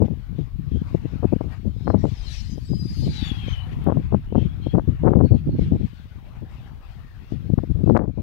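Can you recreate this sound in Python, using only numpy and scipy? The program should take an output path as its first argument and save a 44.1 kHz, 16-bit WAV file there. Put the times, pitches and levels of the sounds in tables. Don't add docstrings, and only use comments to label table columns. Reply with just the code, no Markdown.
import sys
import numpy as np
from scipy import signal
from scipy.fft import rfft, irfft, next_fast_len
from scipy.io import wavfile
from scipy.ndimage import uniform_filter1d, minimum_filter1d, map_coordinates

SR = 44100
rng = np.random.default_rng(int(sys.argv[2]) if len(sys.argv) > 2 else 0)


def transcribe(u):
    v = np.clip(np.atleast_2d(u).T, -1, 1)
    q = np.round(v * 32767).astype(np.int16)
    wavfile.write(sys.argv[1], SR, q)


N = 362502
T = np.arange(N) / SR

# frequency in Hz, relative density in dB.
WING_SPECTRUM = [(300, -25.5), (900, -18), (1300, -3.5), (2200, -2), (3200, 1), (4300, -4.5), (6000, -15),
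                 (7500, -23), (9500, -27.5), (14000, -48.5)]
# time in seconds, relative level in dB at the left port and at the right.
STEADY_WIND = [(0, -29, -45), (0.5, -33, -44), (0.85, -28, -35), (1.25, -29, -42), (1.6, -32, -46.5),
               (1.95, -27, -36), (2.3, -30, -44), (2.65, -28, -39), (2.95, -27, -30), (3.4, -28, -36),
               (3.9, -26, -31), (4.55, -28, -35), (5.3, -26, -31.5), (5.75, -27, -31), (5.95, -37, -47),
               (6.5, -38, -40), (7.2, -39, -44.5), (7.8, -26.5, -38), (8.22, -34.5, -50)]
# start and length in seconds, relative rumble and eddy levels in dB,
# eddy sharpness in Hz, port.
GUSTS = [(0.005, 0.06, -23, -5.5, 145, "left"), (0.111, 0.03, -22, -12, 97, "left"),
         (0.392, 0.041, -25, -27.5, 109, "left"), (0.678, 0.1, -21, -26.5, 88, "left"),
         (1.234, 0.023, -17, -8, 177, "left"), (1.444, 0.03, -24, -15.5, 130.8, "left"),
         (1.649, 0.042, -19, -12.5, 137.4, "left"), (1.883, 0.097, -18, -12.5, 189, "left"),
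         (2.037, 0.045, -19, -10, 169.6, "left"), (2.697, 0.042, -21, -22, 113.1, "left"),
         (3.021, 0.082, -26, -18, 125, "left"), (3.051, 0.078, -23, -16.5, 91.17, "right"),
         (3.868, 0.039, -19, -1.5, 236.3, "left"), (3.943, 0.074, -23, -16.5, 140, "left"),
         (4.124, 0.031, -18, -12, 150.3, "left"), (4.361, 0.03, -17.5, -4, 161.3, "left"),
         (4.412, 0.055, -20, -12, 110, "left"), (4.739, 0.06, -19, -8.5, 180.2, "left"),
         (4.879, 0.049, -17, -15.5, 105, "left"), (5.047, 0.046, -18, 1.5, 248.1, "left"),
         (5.103, 0.03, -18.5, -3, 220.3, "left"), (5.152, 0.073, -16, 0.5, 154.6, "left"),
         (5.233, 0.0398, -19, -2, 131.5, "left"), (5.312, 0.055, -16, -1.5, 132, "left"),
         (5.475, 0.082, -19, -26, 90.6, "right"), (5.584, 0.19, -25.5, -35, 91.8, "right"),
         (5.621, 0.037, -16.5, -24, 89.9, "left"), (5.719, 0.056, -20, -9, 125, "left"),
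         (5.799, 0.046, -23, -15.5, 109.7, "left"), (6.419, 0.03, -25, -20.5, 130.8, "left"),
         (7.334, 0.062, -25, -23.5, 99.65, "left"), (7.421, 0.065, -28.5, -22, 100.9, "left"),
         (7.495, 0.02, -22, -8.5, 130.6, "left"), (7.579, 0.026, -20, -11, 129.7, "left"),
         (7.749, 0.024, -23, -12, 114.7, "left"), (7.793, 0.026, -23, -10.5, 134.8, "left"),
         (7.864, 0.084, -19.5, -1, 120.8, "left"), (7.951, 0.017, -20, -1.5, 216.6, "left"),
         (7.986, 0.073, -22.5, -12, 238.3, "left"), (8.076, 0.03, -24, -10.5, 129.7, "left"),
         (8.178, 0.032, -29.5, -12, 184.5, "left")]


def glider():
    tones = long_whistles()
    return wing_rush() + sheen() + flutter() + tones + chirps()


def flight(t, pass_s=3.23, miss_m=5.9, loop_diameter_m=141, speed_m_per_s=69.3, sound_m_per_s=303):
    # time and half width in seconds, gain in dB.
    swells = [(0.059, 0.016, 14), (0.39, 0.042, 9.5), (0.76, 0.091, 9), (1.12, 0.078, 6), (1.83, 0.071, 4),
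              (2.15, 0.16, 11), (2.351, 0.1, 16.5), (2.51, 0.069, 6.5), (2.9, 0.2, 0), (3.28, 0.034, 2.5),
              (3.5, 0.086, 8), (3.73, 0.018, 7.5), (4.42, 0.066, 11), (4.661, 0.066, 9),
              (5.29, 0.022, 14.5), (5.38, 0.03, 12), (5.63, 0.066, 14), (5.88, 0.28, 12), (6.93, 0.033, 7),
              (7.33, 0.047, 8)]
    angle = speed_m_per_s * (t - pass_s) / loop_diameter_m
    chord = loop_diameter_m * np.sin(angle)
    distance = np.hypot(miss_m, chord)
    receding = chord * np.cos(angle) / distance
    doppler = 1 / (1 + receding * speed_m_per_s / sound_m_per_s)
    nose_on_loss_db = 2 * np.maximum(-receding, 0) ** 8
    swell_db = sum(db * np.exp(-((t - s) / width) ** 2) for s, width, db in swells)
    return doppler, -24 - 20 * np.log10(distance) - nose_on_loss_db + swell_db


def wing_rush():
    def shifted_db(t, hz):
        doppler, _ = flight(t)
        return spectrum(WING_SPECTRUM, hz / doppler)
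    _, rush_db = flight(T)
    return amp(rush_db) * airy_noise(shifted_db, patchy_db=2.5, flicker_db=1.0)


def sheen():
    # time in seconds, level in dB.
    levels = [(1.9, -102), (2.35, -70), (2.85, -67), (2.98, -60), (3.17, -69), (3.28, -56), (3.35, -65),
              (3.75, -71), (4.2, -93)]
    # frequency in Hz, relative density in dB.
    density = [(5000, -39.5), (9500, -5.5), (11200, 1.5), (12200, -6), (13000, -1), (14200, -9),
               (16000, -13.5)]
    noise = airy_noise(lambda t, hz: spectrum(density, hz), patchy_db=0, flicker_db=-1.5)
    return amp(curve(levels)) * noise


def long_whistles():
    # time in seconds, pitch in Hz, level in dB.
    thin = [(2.66, 5030, -60), (2.73, 4975, -44.5), (2.87, 4925, -43.5), (3.0, 4880, -44.5),
            (3.09, 4760, -46), (3.18, 4610, -47), (3.29, 4480, -44), (3.35, 4440, -58)]
    firm = [(3.17, 3700, -52), (3.23, 3540, -40), (3.31, 3370, -35), (3.35, 3310, -46), (3.41, 3215, -41),
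            (3.45, 3190, -44), (3.49, 3140, -39), (3.56, 2995, -39), (3.62, 2975, -44), (3.69, 2960, -62)]
    wide = [(2.88, 4580, -56), (2.98, 4400, -47), (3.1, 4150, -45), (3.19, 3860, -38), (3.29, 3500, -37),
            (3.35, 3350, -52), (3.44, 3280, -47), (3.5, 3200, -40), (3.6, 3050, -49), (3.68, 2980, -68)]
    low = [(2.95, 900, -63), (3.25, 815, -48.5), (3.5, 770, -58), (3.9, 710.4, -54.5)]
    approach = thin[:5]
    return (whistle(thin, gain_db=-.5, width_hz=55, fuzz=.3, waver=.0018)
            + whistle(approach, gain_db=-24, width_hz=120, fuzz=.95, waver=.0018, partial=1.5)
            + whistle(approach, gain_db=-23, width_hz=80, fuzz=.9, waver=.0018, partial=2)
            + whistle(firm, gain_db=-.5, width_hz=110, fuzz=.6, waver=.004)
            + whistle(wide, gain_db=-1.5, width_hz=300, fuzz=.9, waver=.008)
            + whistle(low, gain_db=-1, width_hz=120, fuzz=.93, waver=.004))


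def whistle(rows, gain_db, width_hz, fuzz, waver, partial=1):
    t = np.arange(rows[0][0], rows[-1][0], 1 / SR)
    hz = partial * curve(rows, t=t) * (1 + waver * wander(rate_hz=50, size=len(t)))
    level = amp(curve(rows, column=2, t=t) + gain_db) * signal.windows.tukey(len(t), .1)
    out = np.zeros(N)
    add(out, rows[0][0], level * edge_tone(hz, partial * width_hz, fuzz))
    return out


def chirps(gain_db=-1, tremble_db=1.5, skirt_db=-7):
    # start and end in seconds, first and last pitch in Hz, relative level in dB.
    glides = [(0.701, 0.837, 3250, 3150, -56), (1.828, 1.963, 4250, 4076, -57.5),
              (1.819, 1.957, 5200, 5100, -62), (1.974, 2.047, 5670, 5530, -55.5),
              (1.979, 2.127, 7450, 7300, -65.5), (2.15, 2.23, 5100, 4950, -50.5),
              (2.247, 2.337, 4280, 3805, -42), (2.278, 2.437, 5820, 5570, -47),
              (2.334, 2.43, 5240, 5180, -48), (2.435, 2.607, 4930, 5106, -53),
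              (2.48, 2.562, 6285, 6090, -54), (2.567, 2.727, 4620, 4560, -56.5),
              (2.62, 2.74, 7800, 7650, -63), (2.888, 3.1, 5260, 4910, -64), (2.914, 3.06, 6280, 6000, -56),
              (3.14, 3.297, 4070, 3750, -44), (3.232, 3.323, 6930, 6703, -52),
              (3.458, 3.567, 6480, 5900, -56.5), (3.59, 3.652, 3780, 4050, -52.5),
              (4.252, 4.35, 2900, 3127, -58.5), (4.348, 4.491, 3112, 3170, -51.5),
              (4.48, 4.553, 3310, 3394, -57), (4.6, 4.771, 3150, 3328, -50.5),
              (4.602, 4.741, 4120, 4240, -58), (5.209, 5.406, 4467, 4260, -57.5),
              (5.46, 5.624, 4385, 4277, -62.5)]
    out = np.zeros(N)
    for start, end, start_hz, end_hz, db in glides:
        hz = np.linspace(start_hz, end_hz, max(round((end - start) * SR), 2))
        level = amp(db + gain_db + tremble_db * wander(rate_hz=28, size=len(hz)))
        core = edge_tone(hz, width_hz=95, fuzz=.75)
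        skirt = amp(skirt_db) * edge_tone(hz, width_hz=600, fuzz=1)
        add(out, start, level * (core + skirt) * signal.windows.tukey(len(hz), .6))
    return out


def flutter(per_s=130, gain_db=-14, spread_db=4.0, approach_db_per_octave=20, fall=0.015):
    out = np.zeros(N)
    for when, pitch, length, size in rng.random((int(per_s * N / SR), 4)):
        start = when * N / SR
        hz = 3000 * 3.3 ** pitch
        t = np.arange(0, .05 + .08 * length, 1 / SR)
        doppler, rush_db = flight(start + t[-1] / 2)
        db = rush_db + gain_db + spread_db * (2 * size - 1)
        db += 0.75 * spectrum(WING_SPECTRUM, hz / doppler) + approach_db_per_octave * np.log2(doppler)
        tone = edge_tone(hz * (1 - fall * t / t[-1]), width_hz=43, fuzz=0.4)
        add(out, start, amp(db) * tone * np.hanning(len(t)))
    return out


def edge_tone(hz, width_hz, fuzz):
    pole = np.exp(-np.pi * width_hz / SR)
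    re, im = rng.standard_normal((2, len(hz)))
    band = signal.lfilter([1], np.poly([pole, pole]), re + 1j * im)
    band /= np.sqrt(np.mean(abs(band) ** 2))
    envelope = np.sqrt(1 - fuzz) + np.sqrt(fuzz) * band
    carrier = np.exp(2j * np.pi * np.cumsum(hz) / SR)
    return np.sqrt(2) * (envelope * carrier).real


def rumble(port, middling_db, quickening, lumpy_db, lull_slowing=.35):
    # frequency in Hz, relative density in dB.
    turbulence = [(10, -25), (35, -6.5), (70, 1.5), (160, -2.5), (300, -19.5), (450, -37), (700, -50.5),
                  (1500, -97)]
    lumps = unit(amp(lumpy_db * wander(rate_hz=45)))
    level = wind_pressure(port) * lumps
    speed = (level / amp(middling_db)) ** quickening * (1 - lull_slowing * lull(T))
    travel = np.cumsum(np.clip(speed, .4, 2))
    field = unit(colour(rng.standard_normal(2 * N), turbulence))
    pressure = map_coordinates(field, [travel], order=1, mode="wrap")
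    local_power = uniform_filter1d(pressure ** 2, size=2600)
    return level * pressure / np.sqrt(local_power + 0.0067)


def wind_pressure(port, rise_s=0.01217, tail_s=.03):
    power = amp(curve(STEADY_WIND, column=1 if port == "left" else 2)) ** 2
    for start, length, db, _, _, side in GUSTS:
        if side == port:
            t = np.arange(0, rise_s + length + tail_s, 1 / SR)
            envelope = np.clip(np.minimum(t / rise_s, (t[-1] - t) / (tail_s + rise_s)), 0, 1)
            add(power, start - rise_s, (amp(db) * envelope) ** 2)
    return np.sqrt(power)


def lull(t):
    lulls = [(0.239, 0.053), (0.512, 0.057), (2.299, .17), (3.569, 0.083), (4.08, 0.03), (4.26, 0.02906),
             (4.97, 0.043), (6.85, 0.093)]
    return np.minimum(sum(np.exp(-((t - s) / width) ** 4) for s, width in lulls), 1)


def gust_eddies(port, gain_db=-7.5, spread_db=3.0, spread_octaves=0.64, small_db=-6.5, taper_db=-7):
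    out, spacing_s, edge_s = np.zeros(N), .0025, .004
    for start, length, _, db, hz, side in GUSTS:
        draws = rng.uniform(-1.104, 1, (200, 4))
        if side == port:
            for k, (late, size, sharp, shape) in enumerate(draws[:round(length / spacing_s) + 1]):
                age = (k + late) * spacing_s
                progress = np.clip((age + edge_s) / (length + 2 * edge_s), 0, 1)
                arch = np.sin(np.pi * progress ** 0.51)
                eddy_db = db + gain_db + spread_db * size + small_db * sharp + taper_db * (1 - arch)
                add_eddy(out, start + age, eddy_db, hz * 2 ** (spread_octaves * sharp), shape)
    bunching = amp(3.5 * wander(rate_hz=92))
    return port_ring(out * bunching)


def thumps(main_db=-2, swirl_db=-11, swirl_s=0.00592):
    # time in seconds, relative pressure in dB, sharpness in Hz.
    hard_eddies = [(0.021, 2.5, 177), (0.084, -14.5, 187), (0.391, -8, 122), (0.719, -6.5, 77),
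                   (0.76, -8, 102), (0.772, -7, 85), (0.819, -6, 85.5), (0.949, 3, 140), (1.056, -5, 110),
                   (1.136, -11, 98), (1.159, -9.5, 79.46), (1.232, -7, 231.7), (1.244, -8, 244),
                   (1.253, 5, 126), (1.327, -1, 165.4), (1.335, 3.5, 147), (1.364, -3.5, 101),
                   (1.411, -5.5, 220.9), (1.878, -1.5, 334), (1.903, 0, 310), (1.945, 3.5, 202),
                   (2.042, 1, 175), (2.054, -4.5, 230), (2.123, -9.5, 65), (2.581, -14.5, 160),
                   (2.705, -7, 70), (2.718, -4, 80), (2.735, -13.5, 190), (2.857, -7.5, 82.8),
                   (3.069, -5.5, 105), (3.078, -12, 180), (3.227, -2, 69.5), (3.318, -3.5, 70),
                   (3.484, -10.5, 147.4), (3.887, 0.5, 181.3), (3.923, -3, 260), (3.972, -5.5, 189.7),
                   (4.126, -7, 240), (4.146, 1.5, 236), (4.326, -7.5, 165), (4.355, -0.5, 234.2),
                   (4.381, -0.5, 139.9), (4.669, -3.5, 152.9), (4.741, -2, 139.6), (4.753, -3.5, 255),
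                   (4.784, 0.5, 218.4), (4.796, -7.5, 308.6), (4.878, -6, 104.6), (5.037, -1, 164.5),
                   (5.061, -3.5, 288), (5.076, 0, 301), (5.136, -2, 287.3), (5.211, 3, 240.4),
                   (5.322, -1.5, 130.9), (5.493, -4, 122.8), (5.593, 0, 122.6), (5.722, -0.5, 121.2),
                   (7.323, -7.5, 123), (7.502, -6.5, 135), (7.537, 1, 100), (7.58, 1.5, 85),
                   (7.588, -9.5, 306.6), (7.637, -7, 150), (7.84, 1.5, 95), (7.876, -5, 208.3),
                   (7.899, 5.5, 229.8), (7.909, 6, 159), (7.956, -3.5, 220), (7.967, 4.5, 436),
                   (7.975, 1.5, 328.2), (7.993, -9.5, 400.3)]
    out = np.zeros(N)
    for s, db, hz in hard_eddies:
        add_eddy(out, s, db + main_db, hz, shape=rng.uniform(-0.85, 1))
        for way in (-1, 1):
            offset_s = way * swirl_s * rng.uniform(0.32, 1)
            add_eddy(out, s + offset_s, db + swirl_db, hz, shape=rng.uniform(-0.95, 1))
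    return port_ring(out)


def stray_eddies(per_s=28, gain_db=6, spread_db=5, lull_db=-7, sharp_hz=85, spread_octaves=0.054):
    out = np.zeros(N)
    for when, size, sharp, shape in rng.uniform(-1, 1, (600, 4))[:int(per_s * N / SR)]:
        s = abs(when) * N / SR
        db = curve(STEADY_WIND, t=s) + lull_db * lull(s) + gain_db + spread_db * size
        add_eddy(out, s, db, sharp_hz * 2 ** (spread_octaves * sharp), shape)
    return port_ring(out)


def add_eddy(mix, s, db, sharp_hz, shape):
    t = np.arange(-1024, 1024) / SR
    pressure = (np.exp(1j * np.pi * shape) / (1 - 2j * np.pi * sharp_hz * t) ** 2).real
    add(mix, s + t[0], amp(db) * pressure * np.hanning(len(t)))


def port_ring(x, port_hz=75, port_q=1.0):
    w = 2 * np.pi * port_hz
    return signal.lfilter(*signal.bilinear([1, 0, 0], [1, w / port_q, w ** 2], SR), x)


def ticks(decay_cycles=1.0):
    # start in seconds, level in dB, frequency in Hz.
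    clicks = [(3.842, -32, 13000), (7.899, -33, 3560), (7.975, -25, 3924)]
    out, t = np.zeros(N), np.arange(128) / SR
    for s, db, hz in clicks:
        add(out, s, amp(db) * np.exp(-hz * t / decay_cycles) * np.cos(2 * np.pi * hz * t))
    return out


def breeze(gain_db=12):
    # time in seconds, relative level in dB.
    levels = [(0, -68), (0.65, -69), (0.82, -67.5), (0.9, -61.5), (1.12, -61.5), (1.45, -65.5), (1.53, -59),
              (1.6, -73.5), (1.75, -73), (2.03, -63), (2.65, -73.5), (3.3, -66.5), (3.8, -59.5), (4.2, -68),
              (4.87, -66), (4.97, -62), (5.1, -67.5), (6.05, -70), (6.25, -63), (6.98, -65), (7.17, -67),
              (7.7, -71), (8.22, -64)]
    # frequency in Hz, relative density in dB.
    density = [(100, -3), (450, -9), (800, -2), (1200, -4.5), (2500, -9.5), (4500, -20), (7000, -31),
               (10000, -36.5)]
    noise = airy_noise(lambda t, hz: spectrum(density, hz), patchy_db=3.5, flicker_db=2.0)
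    return amp(curve(levels) + gain_db) * noise


def hiss(level_db):
    # frequency in Hz, relative density in dB.
    density = [(500, 8), (3000, 5), (6000, -5.5), (9000, -9.5), (12500, -1.5), (16000, -2)]
    return amp(level_db) * unit(colour(rng.standard_normal(N), density))


def airy_noise(field_db, patchy_db, flicker_db):
    frame, hop = 1024, 256
    t = np.arange(N // hop + 5)[:, None] * hop / SR
    hz = np.fft.rfftfreq(frame, 1 / SR)
    re, im, patches = rng.standard_normal((3, len(t), len(hz)))
    patches = unit(uniform_filter1d(uniform_filter1d(patches, size=11, axis=0), size=7, axis=1))
    flicker = unit(uniform_filter1d(rng.standard_normal(t.shape), size=9, axis=0))
    gain = amp(field_db(t, hz) + patchy_db * patches)
    gain *= amp(flicker_db * flicker) / np.linalg.norm(gain, axis=1, keepdims=True)
    _, noise = signal.istft((gain * (re + 1j * im)).T, nperseg=frame, noverlap=frame - hop)
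    return unit(noise[:N])


def colour(x, points):
    size = next_fast_len(len(x))
    response = amp(spectrum(points, np.fft.rfftfreq(size, 1 / SR)))
    return irfft(rfft(x, size) * response, size)[:len(x)]


def spectrum(points, hz):
    f, db = np.transpose(points)
    return np.interp(np.log(hz + 1), np.log(f + 1), db)


def curve(rows, column=1, t=T):
    rows = np.array(rows)
    return np.interp(t, rows[:, 0], rows[:, column])


def wander(rate_hz, size=N):
    knots = rng.standard_normal(8192)
    return map_coordinates(knots, [np.arange(size) * rate_hz / SR], order=2, mode="wrap")


def add(mix, s, sound):
    start = round(s * SR)
    sound = sound[max(-start, 0):]
    part = mix[max(start, 0):][:len(sound)]
    part += sound[:len(part)]


def amp(db):
    return 10 ** (np.asarray(db) / 20)


def unit(x):
    return x / np.sqrt(np.mean(x ** 2) + 1e-20)


def scene():
    # frequency in Hz, gain in dB.
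    shade = [(100, -2), (400, 2.5), (800, -9.5), (1400, -14.5), (2500, -23.5), (4500, -31.5), (8000, -32),
             (15000, -18)]
    # time in seconds, gain in dB.
    dip_levels = [(7.92, 0), (7.99, -9.5), (8.22, -8.5)]
    plane, scrub, dip = glider(), breeze(), amp(curve(dip_levels))
    left = dip * (plane + scrub + hiss(level_db=-65))
    left += gust_eddies("left") + thumps() + stray_eddies() + ticks()
    left += amp(2.5) * rumble("left", middling_db=-25, quickening=.16, lumpy_db=4.0)
    delayed_plane = np.roll(plane, 14)
    shaded = colour(delayed_plane + 0.35 * scrub + 1.1 * breeze(), shade)
    right = dip * (shaded + hiss(level_db=-69)) + gust_eddies("right")
    right += amp(-0.2) * rumble("right", middling_db=-31, quickening=0.27, lumpy_db=2.5)
    return np.array([left, right])


def record(dry, ceiling_db=-.2, recovery_db_per_s=260, cutoff_hz=15800):
    peak_db = 20 * np.log10(abs(dry).max(axis=0) + 1e-9)
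    over_db = np.maximum(peak_db - ceiling_db, 0)
    recovery_db = T * recovery_db_per_s
    held_db = np.maximum.accumulate(over_db + recovery_db) - recovery_db
    ramp = np.hanning(401)
    gain_db = signal.oaconvolve(minimum_filter1d(-held_db, size=len(ramp)), ramp / ramp.sum(), "same")
    low_pass = signal.firwin(511, cutoff_hz, window=("kaiser", 9), fs=SR)
    return signal.oaconvolve(dry * amp(gain_db), low_pass[None], "same")


dry = scene()
out = record(dry)
transcribe(out)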